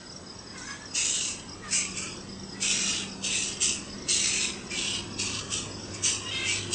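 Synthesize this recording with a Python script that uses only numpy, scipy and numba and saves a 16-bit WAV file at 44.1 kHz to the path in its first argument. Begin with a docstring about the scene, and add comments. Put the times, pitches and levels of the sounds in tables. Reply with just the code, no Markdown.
"""Suburban rumble, leaf hiss, a far propeller, a thin cicada and crickets chirping in pairs sound throughout.
A fruit bat colony in the garden palms joins in, heard on a mono phone: a few voiced yelps, many hoarse rasps.
Rasps are bursting noise through throat and mouth resonances; yelps are throbbing harmonics with breath.
Thin far coos and a whistle are wavering tones; cricket strokes are short falling tones, the cicada a noise band.
The propeller is a tone with its octave beside a blurred drone; rumble and hiss are flickering bands of noise."""
import sys
import numpy as np
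from scipy import signal
from scipy.io import wavfile
from scipy.ndimage import uniform_filter1d
from numba import njit

SR = 44100
rng = np.random.default_rng(int(sys.argv[2]) if len(sys.argv) > 2 else 0)


def dump_mix(stems):
    """Bounce the given channels to the path in sys.argv[1] as a 16-bit WAV at rate SR."""
    frames = np.atleast_2d(stems).T  # one column per channel
    limited = np.clip(frames, -1, 1)  # hard clip at full scale
    pcm = np.round(limited * 32767).astype(np.int16)
    wavfile.write(sys.argv[1], SR, pcm)


N = 297234  # samples

# Relative noise spectra of the suburb and the leaves. Each row: frequency in Hz, density in dB per Hz.
RUMBLE_SPECTRUM = [(13, -35), (22, -6), (239, 1), (384, -1.5), (421, -9.5), (490, -7.5), (850, -15),
                   (1100, -44), (1870, -120)]
LEAF_SPECTRUM = [(900, 6.5), (1300, 4), (2000, -0.5), (3000, -3), (4200, -2), (5200, 3.5), (6500, -4),
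                 (7500, -14.5), (8500, -11)]
# How the background swells. Each row: time in seconds, rumble level in dB, leaf hiss level in dB.
BACKGROUND_SWELL = [(0, -47, -50), (1.1, -46.5, -47.5), (1.8, -44, -49), (4.2, -43.5, -45.5),
                    (5.6, -41.5, -46), (6.74, -42.5, -45)]
# Far propeller. Each row: time in seconds, blade rate in Hz, fundamental in dB, second harmonic in dB.
PROPELLER_TRACK = [(0, 93, -59.5, -56), (1.3, 94.4, -57, -65), (1.55, 94.64, -54.5, -49.5),
                   (2.3, 97.8, -55.5, -48), (3, 97.86, -55.5, -44.5), (3.7, 98.3, -53, -49),
                   (4.6, 99.6, -61, -49), (5.1, 100.5, -47, -49.5), (5.7, 101.1, -48, -57),
                   (6.1, 100.2, -48.5, -64.5), (6.74, 101.4, -41.5, -58)]
# Blurred far motor drone. Each row: time in seconds, level in dB.
DRONE_LEVEL = [(0, -71), (1.6, -63), (2, -55.5), (3.5, -56), (4.3, -49.5), (5.6, -53), (6.1, -53.5),
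               (6.74, -45.5)]
# Two crickets, evenly paced between marks. Each row: chirp number, time of its second stroke in seconds.
LOW_CRICKET_PACE = [(0, .102), (3, .71), (5, 1.125), (8, 1.72), (11, 2.329), (22, 4.537), (32, 6.558)]
HIGH_CRICKET_PACE = [(0, .165), (2, .621), (3, .859), (9, 2.211), (19, 4.479), (22, 5.17), (24, 5.613),
                     (28, 6.516)]
# Voiced bat yelps, one list a call. Each row: time in seconds, pitch in Hz, level in dB,
# throat resonance in Hz, its reach in Hz.
YELP_CALLS = [
    [(.535, 533, -53, 1490, 1100), (.56, 535, -43.5, 1580, 1200), (.59, 493, -49, 1450, 800),
     (.625, 496, -44.5, 1470, 600), (.66, 521.6, -47, 1400, 900)],
    [(.67, 546, -44, 1600, 796), (.705, 554.3, -37, 1620, 450), (.75, 562, -42.5, 1690, 450),
     (.79, 569, -53, 1700, 600)],
    [(.8, 553, -52, 1700, 500), (.85, 578, -47, 1730, 450), (.88, 570, -55, 1720, 450)],
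    [(1.62, 643, -54, 1900, 500), (1.65, 618, -38, 1600, 890), (1.7, 589, -44, 1900, 1190)],
    [(2.51, 617, -60, 1760, 500), (2.56, 650, -45, 1930, 500), (2.61, 650, -53, 2120, 698)],
    [(4.71, 600, -35, 2400, 400), (4.74, 601, -41, 2480, 445), (4.78, 589, -36, 2350, 602.6)],
    [(6.22, 938, -53, 2300, 1000), (6.27, 944, -36.5, 2800, 900), (6.305, 962, -33.5, 3100, 1200)],
    [(6.31, 509.5, -33, 2860, 810), (6.35, 529, -30.5, 2920, 1200), (6.41, 530, -30.5, 3130, 1400),
     (6.46, 528, -29, 2690, 1000), (6.5, 522, -47, 2500, 900)],
]
# Hoarse bat rasps. Each row: start in seconds, attack in seconds, hold in seconds, throat level in dB,
# its change over the hold in dB, upper throat minus throat in dB, palate minus throat in dB, mouth level in dB,
# its change over the hold in dB, throat resonance at start in Hz, at end in Hz, upper throat resonance in Hz.
RASP_CALLS = [(.56, 0.022, 0.16, -57, -2, 3, -6, -44.5, -7.5, 2120, 2280, 3950),
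              (0.934, 0.027, 0.31, -36.5, 0, -1, -5, -26.5, -3.5, 2560, 2980, 4200),
              (1.692, 0.046, .025, -30.5, -2, -6, -6.5, -23.5, -1, 2580, 2530, 4120),
              (1.938, .045, 0.039, -38.5, 1, -14, -8, -35, -1.5, 2520, 2680, 3410),
              (2.597, 0.03, 0.33, -33.5, -0.5, -4, -6.5, -29, -4, 2510, 2700, 4040),
              (3.216, 0.032, 0.22, -36, 0, -3, -5, -30, -2, 2710, 2710, 3840),
              (3.599, 0.022, 0.024, -32.5, 1.5, -6.5, -8.5, -24, -1, 2800, 2670, 4040),
              (4.072, 0.025, 0.34, -32.5, -2.5, -0.5, -4.5, -26.5, -4, 2740, 2580, 4110),
              (4.696, 0.022, 0.038, -41.5, 0.5, -5, -7, -40.5, 0, 2450, 2440, 4050),
              (4.739, 0.057, 0.15, -36, 1.5, -4, -7, -35, -1.5, 2790, 2800, 3880),
              (5.175, 0.027, 0.19, -34, -7, 0, -1.5, -32.5, -7.5, 2820, 2850, 4050),
              (5.495, 0.044, 0.016, -33, -3, -3, -9, -30.5, -3.5, 2890, 2830, 4070),
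              (5.926, .022, 0.02, -45, -0.5, -17, -5, -39.5, -7.5, 2480, 2360, 3840),
              (6.024, 0.024, 0.012, -35, 6.5, -6, -4.5, -21.5, -1.5, 2550, 2815, 3980),
              (6.43, 0.047, 0.088, -30.5, -0.5, -1.5, -5.5, -35, 1.5, 2800, 2730, 4320),
              (6.71, 0.032, 0.035, -34, 0, 1, -8, -23.5, 0, 2820, 2950, 4100)]
# Far thin calls. Each row: start in seconds, length in seconds, pitch at start in Hz, pitch at end in Hz,
# level in dB, pitch waver as a share.
FAR_CALLS = [(1.702, 0.32, 1200, 1113, -52, .045), (1.945, 0.21, 1250, 1335, -52.5, .045),
             (2.744, 0.32, 1357, 1314, -51, .08), (5.222, 0.49, 1147, 1200, -49.5, .09),
             (6.082, 0.2, 1131, 1030, -50, .045), (0.653, 0.12, 6100, 6300, -47.5, .03)]
# Narrow dips through everything heard. Each row: time in seconds, lower dip in Hz, upper dip in Hz.
DIP_TRACK = [(0, 2400, 4400), (1.0, 2350, 4450), (1.17, 2350, 4750), (1.4, 2450, 4420), (1.6, 2600, 4300),
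             (1.8, 2020, 4700), (2.15, 2120, 4000), (2.5, 2600, 4350), (2.8, 2230, 4680), (3.1, 2200, 4150),
             (3.5, 2300, 4350), (3.8, 2200, 3900), (4.2, 2430, 4800), (5.0, 2050, 4300), (5.5, 2200, 3900),
             (6.0, 2100, 4350), (6.27, 2240, 4200), (6.45, 1800, 4400), (6.74, 1800, 4350)]

FAR_STROKES = 16  # strokes of a fainter, higher cricket, at chance moments
RISE_DB = 25  # climbed during a rasp's attack
THROAT_FADE_DB_S, UPPER_FADE_DB_S, PALATE_FADE_DB_S, MOUTH_FADE_DB_S = 110.5, 148.5, 131.5, 159  # after the hold
KNEE_S = .019  # the hold rounds off into the fade
TAIL_DB, TAIL_FADE_DB_S = -26.5, 46  # a faint, slower tail lingers
ONSET_DB, ONSET_S = 4, .05  # the palate is brighter as the mouth snaps open
WAVER_DB = .9  # scales each resonance's own level walk
SCATTER, SCATTER_HZ, SCATTER_S = .65, 100, .12  # frond patches: depth, nominal smoothing in Hz and in seconds
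GARDEN_T60_S, GARDEN_DB = .25, -10  # echo decay time and level
TOP_HZ = 8880  # edge of the steep top cut


def undb(db):
    """Turn decibels into an amplitude ratio."""
    return 10 ** (np.asarray(db) / 20)


def unit(x):
    """Scale to an RMS level of 1."""
    return x / np.sqrt(np.mean(x ** 2))


def noise():
    """White noise as long as the scene."""
    return rng.standard_normal(N)


def track(tables):
    """Columns of a list of calls, sample by sample, after a gate that opens only inside the calls."""
    t, gate = np.arange(N) / SR, np.zeros(N)
    for call in tables:
        gate[int(call[0][0] * SR):int(call[-1][0] * SR)] = 1
    times, *columns = np.transpose(np.vstack(tables))
    return [uniform_filter1d(gate, size=150)] + [np.interp(t, times, column) for column in columns]


@njit
def svf(x, hz, width):
    """State-variable band-pass whose centre may move; gain 1 at the centre."""
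    y, band_state, low_state = np.empty(len(x)), 0., 0.
    for i in range(len(x)):
        g, k = np.tan(np.pi * hz[i] / SR), width / hz[i]
        v = (band_state + g * (x[i] - low_state)) / (1 + g * (g + k))
        band_state, low_state, y[i] = 2 * v - band_state, low_state + 2 * g * v, k * v
    return y


def band(x, hz, width_hz):
    """One resonance at a fixed or moving centre."""
    return svf(x, np.clip(hz * np.ones(N), 20, .45 * SR), float(width_hz))


def walk(rate):
    """Random levels held 1 / rate s and slewed twice; the spread is about 0.74."""
    k = int(SR / rate)
    held = np.repeat(rng.standard_normal(N // k + 1), k)
    return 1.0 * uniform_filter1d(uniform_filter1d(held, k), k)[:N]


def hush(points, centres_hz):
    """Third-octave bands of noise that flicker alone, together at RMS 1."""
    hz_points, db_points = np.transpose(points)
    densities_db = np.interp(np.log(centres_hz), np.log(hz_points), db_points)
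    total = 0
    for hz, density_db in zip(centres_hz, densities_db):
        flicker = undb(density_db + 1.44 * walk(6.6))
        total = total + flicker * band(band(noise(), hz, hz / 3), hz, hz / 2)
    return unit(total)


def suburb():
    """Traffic rumble below, leaf hiss above."""
    _, rumble_db, hiss_db = track([BACKGROUND_SWELL])
    centres_hz = 25 * 2 ** (np.arange(26) / 3)
    rumble = undb(rumble_db) * hush(RUMBLE_SPECTRUM, centres_hz[:16])
    return rumble + undb(hiss_db) * hush(LEAF_SPECTRUM, centres_hz[16:])


def propeller():
    """Far blade tone and its octave, slowly rising, beside a blurred drone of narrow-band noise."""
    _, hz, first_db, second_db = track([PROPELLER_TRACK])
    phase = 2 * np.pi * np.cumsum(hz * (1 + .0088 * walk(5))) / SR
    fundamental = undb(first_db + .8 * walk(2.0)) * np.sin(phase)
    octave = undb(second_db + 1.5 * walk(15)) * np.sin(2 * phase)
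    drone = band(band(noise(), 360 * (1 + .017 * walk(2)), 27), 351, 55)
    return np.sqrt(2) * (fundamental + octave) + undb(track([DRONE_LEVEL])[1]) * unit(drone)


def cicada():
    """A thin, narrow buzzing band of noise that throbs a little."""
    buzz = band(band(noise(), 7870, 140), 7870, 240)
    return undb(-57.5 + 1.3 * walk(8.2)) * unit(buzz)


def paced(marks):
    """Times of all chirps, evenly spaced between the marks."""
    number, s = np.transpose(marks)
    return np.interp(np.arange(number[-1] + 1), number, s)


def cricket(times, top_hz, end_hz, length, gap, db, first_db):
    """Each wing stroke is a short falling tone that the ground repeats; the first of a pair is weaker."""
    t = np.arange(int(length * SR)) / SR
    cycles = top_hz * t + (end_hz - top_hz) * t ** 2 / length / 2
    stroke = np.sin(np.pi * t / length) * np.sin(2 * np.pi * cycles)
    strokes, chance = np.zeros(N), rng.standard_normal((len(times), 2))
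    for s, (second_chance, first_chance) in zip(times, chance):
        strokes[int((s - length / 2) * SR)] = undb(db + 1.3 * second_chance)
        # with no gap the two add up to a single stroke
        strokes[int((s - gap - length / 2) * SR)] += undb(db + first_db + 1.2 * first_chance)
    direct = signal.fftconvolve(strokes, stroke)[:N]
    return direct + undb(-8.0) * np.roll(direct, int(.0078 * SR)) + undb(-12.0) * np.roll(direct, int(.02 * SR))


def yelps():
    """Hoarse, throbbing harmonics, loudest near the throat resonance, with a bright breath."""
    gate, hz, db, throat_hz, reach_hz = track(YELP_CALLS)
    phase = 2 * np.pi * np.cumsum(hz * (1 + .016 * walk(140))) / SR
    throb = 2 * np.pi * np.cumsum(56 * (1 + .17 * walk(30))) / SR  # a slow second vibration of the folds
    voice, power = 0, 0
    for k in range(2, 9):
        off = (k * hz - throat_hz) / reach_hz
        gain = undb(-6. 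* off ** 2 * np.where(off < 0, 1.5, 1.3))
        hoarseness = undb(3 * walk(60) + 4 * np.sin(throb + 2.2 * k))
        voice = voice + gain * hoarseness * np.sin(k * phase)
        power = power + gain ** 2
    breath = undb(-8.) * unit(band(noise(), throat_hz, 1400))
    breath = breath + undb(-17.) * unit(band(noise(), 6500, 4000))
    return gate * undb(db) * (voice / np.sqrt(power) + breath)


def effort(db, change_db, fade_db_s, onset_db=0.):
    """Gain of one resonance over all rasps: quick rise, a hold that drifts, a fade with a faint tail."""
    t, gain = np.arange(N) / SR, 0
    for (start, attack, hold), peak, change in zip(np.array(RASP_CALLS)[:, :3], db, change_db):
        u = t - start - attack  # seconds since the end of the attack
        after = KNEE_S * np.logaddexp(0, (u - hold) / KNEE_S)
        fade = undb(-fade_db_s * after) + undb(TAIL_DB - TAIL_FADE_DB_S * after)
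        rise = -RISE_DB * np.maximum(-u / attack, 0) ** 1.53
        drift = change * np.clip(u / hold, 0, 1)
        onset = onset_db * np.exp(-np.maximum(u, 0) / ONSET_S)
        gain = gain + (u > -1.3 * attack) * fade * undb(peak + rise + drift + onset)
    return gain * undb(WAVER_DB * walk(14))


def rasps():
    """Chaotic vocal folds: noise in uneven bursts through moving throat and mouth resonances."""
    (start, attack, hold, db, change_db, upper_db, palate_db,
     mouth_db, mouth_change_db, from_hz, to_hz, high_hz) = np.transpose(RASP_CALLS)
    t, marks = np.arange(N) / SR, np.ravel([start, start + attack + hold], "F")

    def glide(a, b):
        """Resonance moving from a to b in each rasp, with a random wander."""
        return np.interp(t, marks, np.ravel([a, b], "F")) * (1 + .039 * walk(15))

    low_hz, upper_hz = glide(from_hz, to_hz), glide(high_hz, high_hz)
    folds = noise() * undb(2.3 * walk(500) + 1.1 * walk(45))
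    throat = band(band(folds, low_hz, 800), low_hz, 1300)
    throat = throat + undb(-14.0) * band(folds, 2170, 1400)
    upper = band(band(folds, upper_hz, 700), upper_hz, 1000)
    palate = band(band(folds, 4530, 1300), 4540, 1600)
    mouth_hz = 6200 * (1 + .03 * walk(8))
    mouth = band(band(folds, mouth_hz, 1800), mouth_hz, 3600)
    mouth = mouth - undb(1.5) * band(band(folds, 7820, 1400), 8080, 2300)
    # neighbouring resonances join with alternating sign
    return (effort(db, change_db, THROAT_FADE_DB_S) * unit(throat)
            - effort(db + upper_db, change_db, UPPER_FADE_DB_S) * unit(upper)
            + effort(db + palate_db, change_db, PALATE_FADE_DB_S, ONSET_DB) * unit(palate)
            - effort(mouth_db, mouth_change_db, MOUTH_FADE_DB_S) * unit(mouth))


def tone(hz, waver, flutter_db):
    """A breathy tone: a sine whose pitch and level wander quickly."""
    level = np.sqrt(2) * undb(flutter_db * walk(90))
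    return level * np.sin(2 * np.pi * np.cumsum(hz * (1 + waver * walk(150))) / SR)


def thin_calls():
    """Far coos and one high whistle, each a wavering tone swelling and fading once."""
    t, out = np.arange(N) / SR, 0
    for start, length, from_hz, to_hz, db, waver in FAR_CALLS:
        u = np.clip((t - start) / length, 0, 1)
        swell = np.sqrt(np.abs(np.sin(np.pi * u)))
        out = out + undb(db) * swell * tone(from_hz + (to_hz - from_hz) * u, waver, 3.3)
    return out


def garden(x):
    """Walls, roof and trunks send back a short scatter of echoes."""
    t = np.arange(int(.5 * SR)) / SR
    sparse = rng.standard_normal(len(t)) * (rng.random(len(t)) < .3)
    echoes = sparse * undb(-60 * t / GARDEN_T60_S) * (t > .004)
    return x + undb(GARDEN_DB) * signal.fftconvolve(x, echoes / np.sqrt(np.sum(echoes ** 2)))[:N]


def fronds(x):
    """Paths through stirring fronds interfere: narrow patches of the treble swell and cancel."""
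    hz, _, z = signal.stft(x, SR, nperseg=1024, noverlap=768)
    field = rng.standard_normal(z.shape) + 1j * rng.standard_normal(z.shape)
    for _ in range(2):
        field = uniform_filter1d(field, int(SCATTER_HZ * 1024 / SR), axis=0)
        field = uniform_filter1d(field, int(SCATTER_S * SR / 256), axis=1)
    depth = SCATTER * np.clip(hz / 1500, 0, 1)[:, None]  # full above 1500 Hz
    gain = np.abs(1 + depth * field / np.std(field)) / np.sqrt(1 + depth ** 2)
    return signal.istft(z * gain, SR, nperseg=1024, noverlap=768)[1][:N]


def scene():
    """Rasps and suburb pass the fronds; calls and crickets echo in the garden; cicada and propeller come direct."""
    low = cricket(paced(LOW_CRICKET_PACE), 5400, 4700, .021, .033, db=-39, first_db=-3.0)
    high = cricket(paced(HIGH_CRICKET_PACE), 5950, 5200, .012, .038, db=-37.0, first_db=-3.5)
    far_times = rng.uniform(.1, N / SR - .1, FAR_STROKES)
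    far = cricket(far_times, 6450, 5300, .012, 0, db=-55, first_db=-3.5)
    scattered = fronds(garden(rasps()) + suburb())
    echoing = garden(yelps() + thin_calls() + low + high + far)
    mono = scattered + echoing + cicada() + propeller()
    return np.array([mono, mono])


def record(dry):
    """The mono phone: two narrow dips wander in pitch and depth; the top is cut steeply."""
    _, lower_hz, upper_hz = track([DIP_TRACK])
    lower_depth, upper_depth = (np.clip(.95 + .25 * walk(5), 0, 1) for _ in range(2))
    mono = dry[0] - lower_depth * band(dry[0], lower_hz, 150)
    mono = mono - upper_depth * band(mono, upper_hz, 260)
    mono = np.tanh(3 * mono) / 3  # the loudest peaks are rounded
    top_cut = signal.ellip(12, .2, 85, TOP_HZ, fs=SR, output="sos")
    return signal.sosfilt(top_cut, [mono, mono])


dry = scene()
out = record(dry)
dump_mix(out)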